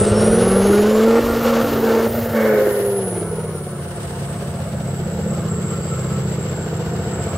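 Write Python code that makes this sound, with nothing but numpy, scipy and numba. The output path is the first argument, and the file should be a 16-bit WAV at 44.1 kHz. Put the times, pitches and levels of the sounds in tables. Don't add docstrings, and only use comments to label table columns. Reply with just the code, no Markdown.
import sys
import numpy as np
from scipy import signal
from scipy.fft import rfft, irfft, next_fast_len
from scipy.io import wavfile
from scipy.ndimage import uniform_filter1d
from numba import njit

SR = 44100
rng = np.random.default_rng(int(sys.argv[2]) if len(sys.argv) > 2 else 0)


def put_to_file(sound):
    columns = np.atleast_2d(sound).T
    safe = np.clip(columns, -1, 1)
    whole_steps = np.round(safe * 32767)
    wavfile.write(sys.argv[1], SR, whole_steps.astype(np.int16))


N = 325172


# start_s, firing_rate_hz, firing_level_db, octave_level_db, quarter_above_level_db
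ENGINE = [(0, 164.1, -38, -32, -20.5), (0.3, 178.8, -23.5, -34, -15), (0.55, 192.7, -15.5, -21.5, -28.5),
          (0.85, 210.3, -16, -13, -37), (1.19, 232.7, -14.5, -11.5, -36.5), (1.6, 230.4, -17, -16, -37),
          (1.9, 225.2, -20.5, -12.5, -33), (2.18, 231, -13, -8.5, -67), (2.31, 229, -16.5, -13, -55),
          (2.4, 222.9, -18, -16.5, -47), (2.58, 211.2, -27, -15.5, -34), (2.75, 203.4, -32, -19, -39),
          (2.96, 199.7, -29, -18, -49), (3.1, 182.1, -26, -38, -38), (3.25, 167.3, -25.5, -72, -35),
          (3.8, 142, -29, -50, -35.5), (4.5, 140.6, -30, -48, -29.5), (5, 134.3, -31, -45, -27.5),
          (5.3, 136.9, -32.5, -53, -24), (6, 132.5, -24.5, -61, -25), (6.5, 129.9, -27.5, -47, -26.5),
          (7.37, 133, -32, -45, -28.5)]
# multiple_of_firing_rate, level_against_it_db
SIDE_TONES = [(.75, -14), (1.127, -16), (1.48, -4), (1.6, -12.5)]
# multiple_of_firing_rate, level_against_common_db
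UPPER_TONES = [(2.253, -4), (2.48, -0.5), (2.601, -3), (2.86, -5), (3.125, -40), (3.27, -6), (3.38, -10),
               (3.49, -23), (3.625, -13), (3.75, -4), (4, -10.5)]
# start_s, level_db
UPPER_LEVEL = [(0, -23.5), (.3, -19), (.6, -28), (1, -75), (2.3, -24), (2.6, -21), (3, -36.5), (3.4, -34),
               (3.8, -39), (4.5, -43), (5.2, -39), (6.3, -32.5), (7.37, -33)]
# pitch_hz, gain_db
DEAD_BAND = [(225, 0), (250, -18), (312, -18), (340, 0), (580, 0), (660, -16)]
# start_s, level_db
LOWEST_TONE = [(0, -26), (.12, -21), (.3, -29), (.5, -24.5), (.7, -40), (1.2, -47), (1.75, -32), (2.2, -55),
               (2.5, -34.5), (2.9, -35.5), (3.3, -35), (4.5, -45), (7.37, -33)]
LOW_LAG, MID_LAG = .33, .12

# start_s, length_s, firing_tone_loss_db
FUEL_CUTS = [(1.194, 0.23, 6), (1.621, .10, 7), (1.74, 0.089, 4.5), (1.98, 0.064, 3), (2.073, 0.093, 11.5),
             (2.189, 0.13, 10.5)]
CUT_FALL_S, CUT_RETURN_S = 0.0081, 0.041
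CUT_QUARTER_ABOVE, CUT_OCTAVE = -1.2, 1.6
CUT_BOOM, CUT_BARK, CUT_RASP, CUT_HIGH, CUT_AIR = -0.81, 0.44, 0.68, 1, 0.29

# start_s, spacing_firings
FIRINGS_PER_THROB = [(0, 8.89), (.75, 8.89), (.8, 8.775), (2.2, 8.775), (2.3, 8.95), (3.25, 8.95),
                     (3.35, 8.87), (7.37, 8.87)]
# firing_rate_hz, depth_0_to_1
THROB_DEPTH = [(135, .36), (230, .22)]
THROB_START = .64
EARLY_LATE, STRAY = .15, .3

# start_s, boom_level_db, bark_level_db, rasp_level_db
ROAR = [(0, -18.5, -21, -32), (.25, -29.5, -22, -28.5), (.75, -28, -15.5, -26.5), (.95, -37, -19, -29.5),
        (1.17, -34.5, -17.5, -23.5), (1.9, -34.5, -17, -25), (2.55, -36, -21, -30),
        (2.83, -34.5, -25.5, -36.5), (3.3, -32, -26, -38.5), (3.65, -34.5, -37, -42.5),
        (4.3, -30, -33.5, -40), (4.75, -28.5, -33, -41.5), (5.2, -28, -29.5, -39.5), (6.6, -30, -32.5, -39),
        (7.37, -26.5, -31.5, -35.5)]
CYLINDERS_DB = [3, -9.5, 3, 4, -1, 1.5, 1, 3]
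# pitch_hz, width_hz, level_db
BOOM = [(95, 45, -2), (158, 114, -9), (195, 40, -7)]
BARK = [(326.5, 66, -3), (467, 52, -1), (527, 63.4, -2.5), (631.6, 74.5, -12.5)]
RASP = [(764, 41, 3.5), (885, 113, 1), (1043, 174, -1.5), (1295, 310, -4), (1505, 78, -5)]
HIGH_RASP = [(1500, 220, 4), (1790, 260, 6), (2190, 150, 4)]
RING = [(684.3, 96, 0)]
LOW_RING = [(530.7, 32, 0)]
# start_s, level_db
RING_LEVEL = [(0, -31.5), (2.2, -34), (2.55, -36), (3, -34), (3.6, -42.5), (4, -38), (5, -38.5),
              (5.5, -41.5), (6.3, -44.5), (6.8, -35), (7.37, -34)]
LOW_RING_LEVEL = [(0, -38), (.27, -25), (.45, -33), (0.749, -28), (.9, -32), (2.2, -33), (2.35, -27),
                  (2.55, -19), (2.85, -26), (3.1, -36), (3.5, -51), (7.37, -48)]
# firing_rate_hz, drop_db
HIGH_BELOW = [(140, 9), (180, 11.5), (230, 10)]
BARK_THROB = 1.5
SWELL_S, SWELL_HALF_S, SWELL_DB = 2.52, 0.36, 11.5
SWELL_BARK = 0.11

# pitch_hz, width_hz, level_db
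THROAT = [(1110, 70, -9), (1338, 180, 1)]
# start_s, level_db
THROAT_LEVEL = [(0, -42), (.4, -42), (.5, -35), (.8, -35), (.9, -44), (1.05, -35), (1.3, -36), (1.45, -46),
                (2.3, -44), (3, -52), (5.38, -60), (5.5, -42), (5.6, -56), (5.75, -42), (5.87, -58),
                (5.98, -44), (6.07, -58), (6.16, -45), (6.3, -60), (7.37, -54)]

# start_s, whistle_pitch_hz, whistle_level_db, compressor_hiss_level_db
TURBO = [(0, 5120, -54, -22.5), (.13, 5440, -51, -37.5), (.18, 5460, -27, -30), (.47, 6170, -40, -32),
         (.56, 6300, -52, -32), (.65, 6470, -27.5, -34.5), (.85, 6860, -38, -40.5), (1.13, 7717, -36, -48),
         (1.3, 8360, -36, -41.5), (1.5, 8400, -32, -43), (1.75, 8783, -33, -37), (1.95, 9000, -44, -41),
         (2.1, 9193, -29, -36), (2.25, 8700, -58, -41), (2.5, 8800, -64, -44), (2.75, 6860, -75, -35),
         (3.1, 6003, -48, -37.5), (3.5, 5718, -53, -44.5), (4, 5120, -65, -41.5), (4.6, 4950, -66, -44),
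         (5, 4723, -60, -44.5), (5.8, 4663, -48, -39), (6.35, 4670, -52, -41.5), (6.7, 4616, -54, -45),
         (7.37, 4740, -63, -40)]
# centre_hz, width_hz
HISS_WIDTH = [(7600, 320), (8700, 940), (10300, 1560), (12000, 5500), (14300, 2000)]
HISS_OVER_WHISTLE = 1.64
SAG_HZ_PER_DB, SAG_LAG_S = 45, .08

# start_s, level_db
AIR = [(0, -31), (.5, -30), (1, -31), (1.5, -28.5), (2, -31.5), (2.5, -36), (3.1, -44.5), (3.6, -47.5),
       (4, -42), (4.7, -44), (7.37, -40.5)]
# pitch_hz, level_db_per_hz
AIR_COLOUR = [(1500, 7), (2450, 1.5), (2850, 5.5), (3300, 1.5), (5000, -0.5), (7000, -4.5), (8200, -11.5),
              (8700, -84)]
# whistle_pitch_hz, level_db
TOP_AIR = [(5800, -47.5), (6300, -49), (7200, -37)]
# start_s, level_db
RUMBLE = [(0, -38), (.5, -29), (.95, -40), (1.3, -33), (1.55, -45), (1.8, -36), (2.1, -57), (2.6, -52),
          (7.37, -64)]

WIDE_FROM_S, SPREAD = 2.47, 1.1
PORT_LAG = 13
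CUTOFF_HZ = 15750


def fuel_cuts():
    t = np.arange(N) / SR
    loss_db = 0
    for start, length, db in FUEL_CUTS:
        falling = (t - start) / CUT_FALL_S
        returning = (start + length - t) / CUT_RETURN_S + 1
        loss_db = loss_db + db * np.clip(np.minimum(falling, returning), 0, 1)
    return loss_db


def throb_firings(firings):
    mean = THROB_START + np.cumsum(np.gradient(firings) / in_time(FIRINGS_PER_THROB)[0])
    k = np.arange(1, int(mean[-1]) + 1)
    early_late = -EARLY_LATE * (-1.) ** k
    stray = STRAY * rng.standard_normal(len(k))
    inner = np.round(np.interp(k, mean, firings) + early_late + stray)
    return np.concatenate([[inner[0] - 9], inner, [inner[-1] + 9]])


def firing_tones(firings, throb_at, cut_db):
    rate_hz, first_db, octave_db, quarter_db = in_time(ENGINE)
    quarter_db = quarter_db - CUT_QUARTER_ABOVE * cut_db
    upper_db = in_time(UPPER_LEVEL)[0] - cut_db
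    lines = [(1, first_db - cut_db), (2, octave_db - CUT_OCTAVE * cut_db), (1.235, quarter_db)]
    for group, common_db in ((SIDE_TONES, quarter_db), (UPPER_TONES, upper_db)):
        lines += [(k, common_db + db + follows(DEAD_BAND, k * rate_hz)) for k, db in group]

    following = np.searchsorted(throb_at, firings)
    since = firings - throb_at[following - 1]
    until = firings - throb_at[following]
    fade = np.clip(.5 + (since + until) / 5, 0, 1)
    lowest_phase = 2 * np.pi * 5 / 8 * firings + .4 * drift(8)
    out = amp(in_time(LOWEST_TONE)[0]) * np.cos(lowest_phase)
    for k, db in lines:
        lag_turns = LOW_LAG * (k < 1) + MID_LAG * (1.4 < k < 2) + .5 * (k == 2)
        waver = .25 * drift(6.3) - 2 * np.pi * lag_turns
        from_last = (1 - fade) * np.cos(2 * np.pi * k * since + waver)
        to_next = fade * np.cos(2 * np.pi * k * until + waver)
        out = out - amp(db + 1.4 * drift(2.6)) * (from_last + to_next)
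    return np.sqrt(2) * out


def roar(firings, throb_at, depth, cut_db):
    boom_db, bark_db, rasp_db = in_time(ROAR)
    swell_db = SWELL_DB * np.exp(-((np.arange(N) / SR - SWELL_S) / SWELL_HALF_S) ** 2)
    high_db = rasp_db - follows(HIGH_BELOW, in_time(ENGINE)[0]) + swell_db - CUT_HIGH * cut_db
    boom_db = boom_db - CUT_BOOM * cut_db
    bark_db = bark_db + SWELL_BARK * swell_db - CUT_BARK * cut_db
    rasp_db = rasp_db - CUT_RASP * cut_db

    throb = np.interp(firings, throb_at, np.arange(len(throb_at)))
    since = firings - throb_at[throb.astype(int)]
    cylinder_db = np.asarray(CYLINDERS_DB)[since.astype(int) % len(CYLINDERS_DB)]
    blasts = rms_one(clicks(firings, uneven_db=3.0) * amp(cylinder_db))
    puffs = rms_one(rng.standard_normal((2, N)) * hump(firings, sharp=0.19))
    thumps = -amp(45) * depth ** 2 * butter(clicks(throb, uneven_db=1.5), 520, "low")
    beat = 1 - depth + 1.7 * depth * hump(throb, sharp=1.0)
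    gas = (puffs[0] - 0.38 * blasts) * beat + thumps

    boom = butter(resonances(gas - 1.2 * thumps, BOOM), [58, 250], "band")
    bark = butter(resonances(gas, BARK, patchy_db=2.5), 359, "high", order=6)
    bark = bark * (1 + BARK_THROB * depth * hump(throb - .05, sharp=0.8))
    body = amp(boom_db) * evened(boom, size=5000) + amp(bark_db) * evened(bark, size=6000)
    for ring, level in ((RING, RING_LEVEL), (LOW_RING, LOW_RING_LEVEL)):
        ringing = resonances(resonances(gas, ring), ring)
        body = body + amp(in_time(level)[0]) * evened(ringing, size=6000)

    fizz = (puffs + .5 * blasts * [[1], [0]]) * (1 + .3 * depth * hump(throb, sharp=1.2))
    rasp = butter(resonances(fizz, RASP, patchy_db=1.7), 730, "high")
    high = butter(resonances(fizz, HIGH_RASP, patchy_db=2.0), [1350, 2450], "band", order=3)
    return body, amp(rasp_db) * evened(rasp, size=9000), amp(high_db) * evened(high, size=9000)


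def overtones(firings, cut_db):
    rate_hz, out = in_time(ENGINE)[0], 0
    turns = firings + np.cumsum(1.5 * drift(5)) / SR
    for k in range(5, 12):
        gain = sum(amp(db) / (1 + (2 * (k * rate_hz - hz) / width) ** 2) for hz, width, db in THROAT)
        phase = 2 * np.pi * k * turns + 0.37 * drift(25)
        out = out + gain * amp(5.1 * drift(15)) * np.sin(phase)
    return np.sqrt(2) * amp(in_time(THROAT_LEVEL)[0] - CUT_RASP * cut_db) * out


def turbo(cut_db):
    whistle_hz, whistle_db, hiss_db = in_time(TURBO)
    hiss_hz = HISS_OVER_WHISTLE * whistle_hz
    width = follows(HISS_WIDTH, hiss_hz)
    r = np.exp(-np.pi * np.clip(width, 50, 6000) / SR)
    upper_hz = np.minimum(hiss_hz + 0.46 * width, 15200)
    main_db = hiss_db + 4.0 + 2.0 * drift(18)
    upper_db = hiss_db - 26 + 0.93 * drift(4.7)
    hiss = 0
    for centre_hz, db in ((hiss_hz, main_db), (upper_hz, upper_db)):
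        cos_w = np.cos(2 * np.pi * centre_hz / SR)
        hiss = hiss + amp(db) * evened(sweep(sweep(rng.standard_normal(N), r, cos_w), r, cos_w))

    lag = np.exp(-1 / (SAG_LAG_S * SR))
    sag_hz = SAG_HZ_PER_DB * signal.lfilter([1 - lag], [1, -lag], cut_db)
    phase = 2 * np.pi * np.cumsum(whistle_hz - sag_hz + 28 * drift(80)) / SR
    whistle = amp(whistle_db - 7 + 2.5 * drift(30) + 3 * drift(7)) * np.sin(phase)
    return butter(hiss, 6500, "high", order=6), whistle


def intake_air(cut_db):
    low_db = in_time(AIR)[0] - CUT_AIR * cut_db
    top_db = follows(TOP_AIR, in_time(TURBO)[0])
    flutter = amp(2.4 * np.tanh(drift(29)))
    low = rms_one(coloured(rng.standard_normal((2, N)), AIR_COLOUR))
    top = rms_one(butter(rng.standard_normal(N), 7200, "high", order=6))
    return amp(low_db) * flutter * low, amp(top_db) * flutter * top


def rumble():
    noise = rms_one(butter(rng.standard_normal(N), [38, 72], "band"))
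    return amp(in_time(RUMBLE)[0] + 2.0 * drift(6.3)) * noise


def amp(db):
    return 10 ** (np.asarray(db) / 20)


def rms_one(x):
    return x / np.sqrt(np.mean(x ** 2) + 1e-20)


def evened(x, size=4000):
    return x / np.sqrt(uniform_filter1d(x ** 2, size, axis=-1) + 1e-12)


def in_time(rows):
    s, *columns = np.transpose(rows)
    return [np.interp(np.arange(N) / SR, s, c) for c in columns]


def follows(points, control):
    return np.interp(control, *np.transpose(points))


def drift(rate):
    r = np.exp(-80 * np.pi * rate / SR)
    noise = rng.standard_normal(N // 40 + 2002)
    slow = signal.lfilter([1], [1, -2 * r, r * r], noise)[2000:]
    return np.interp(np.arange(N) / 40, np.arange(len(slow)), rms_one(slow))


def clicks(turns, uneven_db):
    whole = np.floor(turns)
    return np.diff(whole, prepend=whole[0]) * amp(uneven_db * rng.standard_normal(N))


def hump(turns, sharp):
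    return np.exp(sharp * (np.cos(2 * np.pi * turns) - 1))


def butter(x, hz, kind, order=2):
    return signal.sosfilt(signal.butter(order, hz, kind, fs=SR, output="sos"), x)


def resonances(x, modes, patchy_db=0):
    out = 0
    for k, (hz, width, db) in enumerate(modes):
        r = np.exp(-np.pi * width / SR)
        b = (1 - r * r) / 2 * np.array([1, 0, -1])
        a = [1, -2 * r * np.cos(2 * np.pi * hz / SR), r * r]
        out = out + (-1) ** k * amp(db + patchy_db * drift(2.8)) * signal.lfilter(b, a, x)
    return out


@njit
def sweep(x, r, cos_w):
    y = np.zeros_like(x)
    for i in range(2, len(x)):
        drive = (1 - r[i] ** 2) / 2 * (x[i] - x[i - 2])
        y[i] = drive + 2 * r[i] * cos_w[i] * y[i - 1] - r[i] ** 2 * y[i - 2]
    return y


def coloured(x, spectrum):
    size = next_fast_len(N)
    hz, db = np.transpose(spectrum)
    bin_hz = np.arange(size // 2 + 1) * SR / size + 1
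    gain = amp(np.interp(np.log(bin_hz), np.log(hz), db))
    return irfft(rfft(x, size) * gain, size)[..., :N]


def scene():
    rate_hz, cut_db = in_time(ENGINE)[0], fuel_cuts()
    firings = np.cumsum(rate_hz) / SR
    throb_at, depth = throb_firings(firings), follows(THROB_DEPTH, rate_hz)
    clean = firing_tones(firings, throb_at, cut_db)
    body, rasp, high_rasp = roar(firings, throb_at, depth, cut_db)
    rush, whistle = turbo(cut_db)
    air, top_air = intake_air(cut_db)
    low = clean + body + rumble()
    rush = rush + top_air

    spread = SPREAD * np.clip((np.arange(N) / SR - WIDE_FROM_S) / .1 + .5, 0, 1)
    side = amp(-26.0) * np.roll(low, 900)
    side = side + 0.14 * spread * butter(np.roll(body, 500), 280, "high", order=4)
    side = side + (0.027 + 0.067 * spread) * rasp[1]
    side = side + (0.5 + 0.048 * spread) * high_rasp[1]
    side = side + (0.033 + spread) * air[1]

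    dull = butter(whistle, 7400, "low", order=8)
    bright = rush + butter(whistle, 7400, "high", order=8)
    late = amp(-10) * np.roll(rush, 3000)
    balanced_low = low * amp([[-.15], [.15]])
    mid = balanced_low + overtones(firings, cut_db) + rasp[0] + high_rasp[0] + air[0] + dull + late
    ports = np.stack([np.roll(bright, PORT_LAG), bright])
    return mid + side * [[1], [-1]] + ports


def record(dry):
    rounded = 1.14 * np.tanh(dry / 1.237)
    return signal.sosfilt(signal.ellip(12, .5, 70, CUTOFF_HZ, fs=SR, output="sos"), rounded)


dry = scene()
out = record(dry)
put_to_file(out)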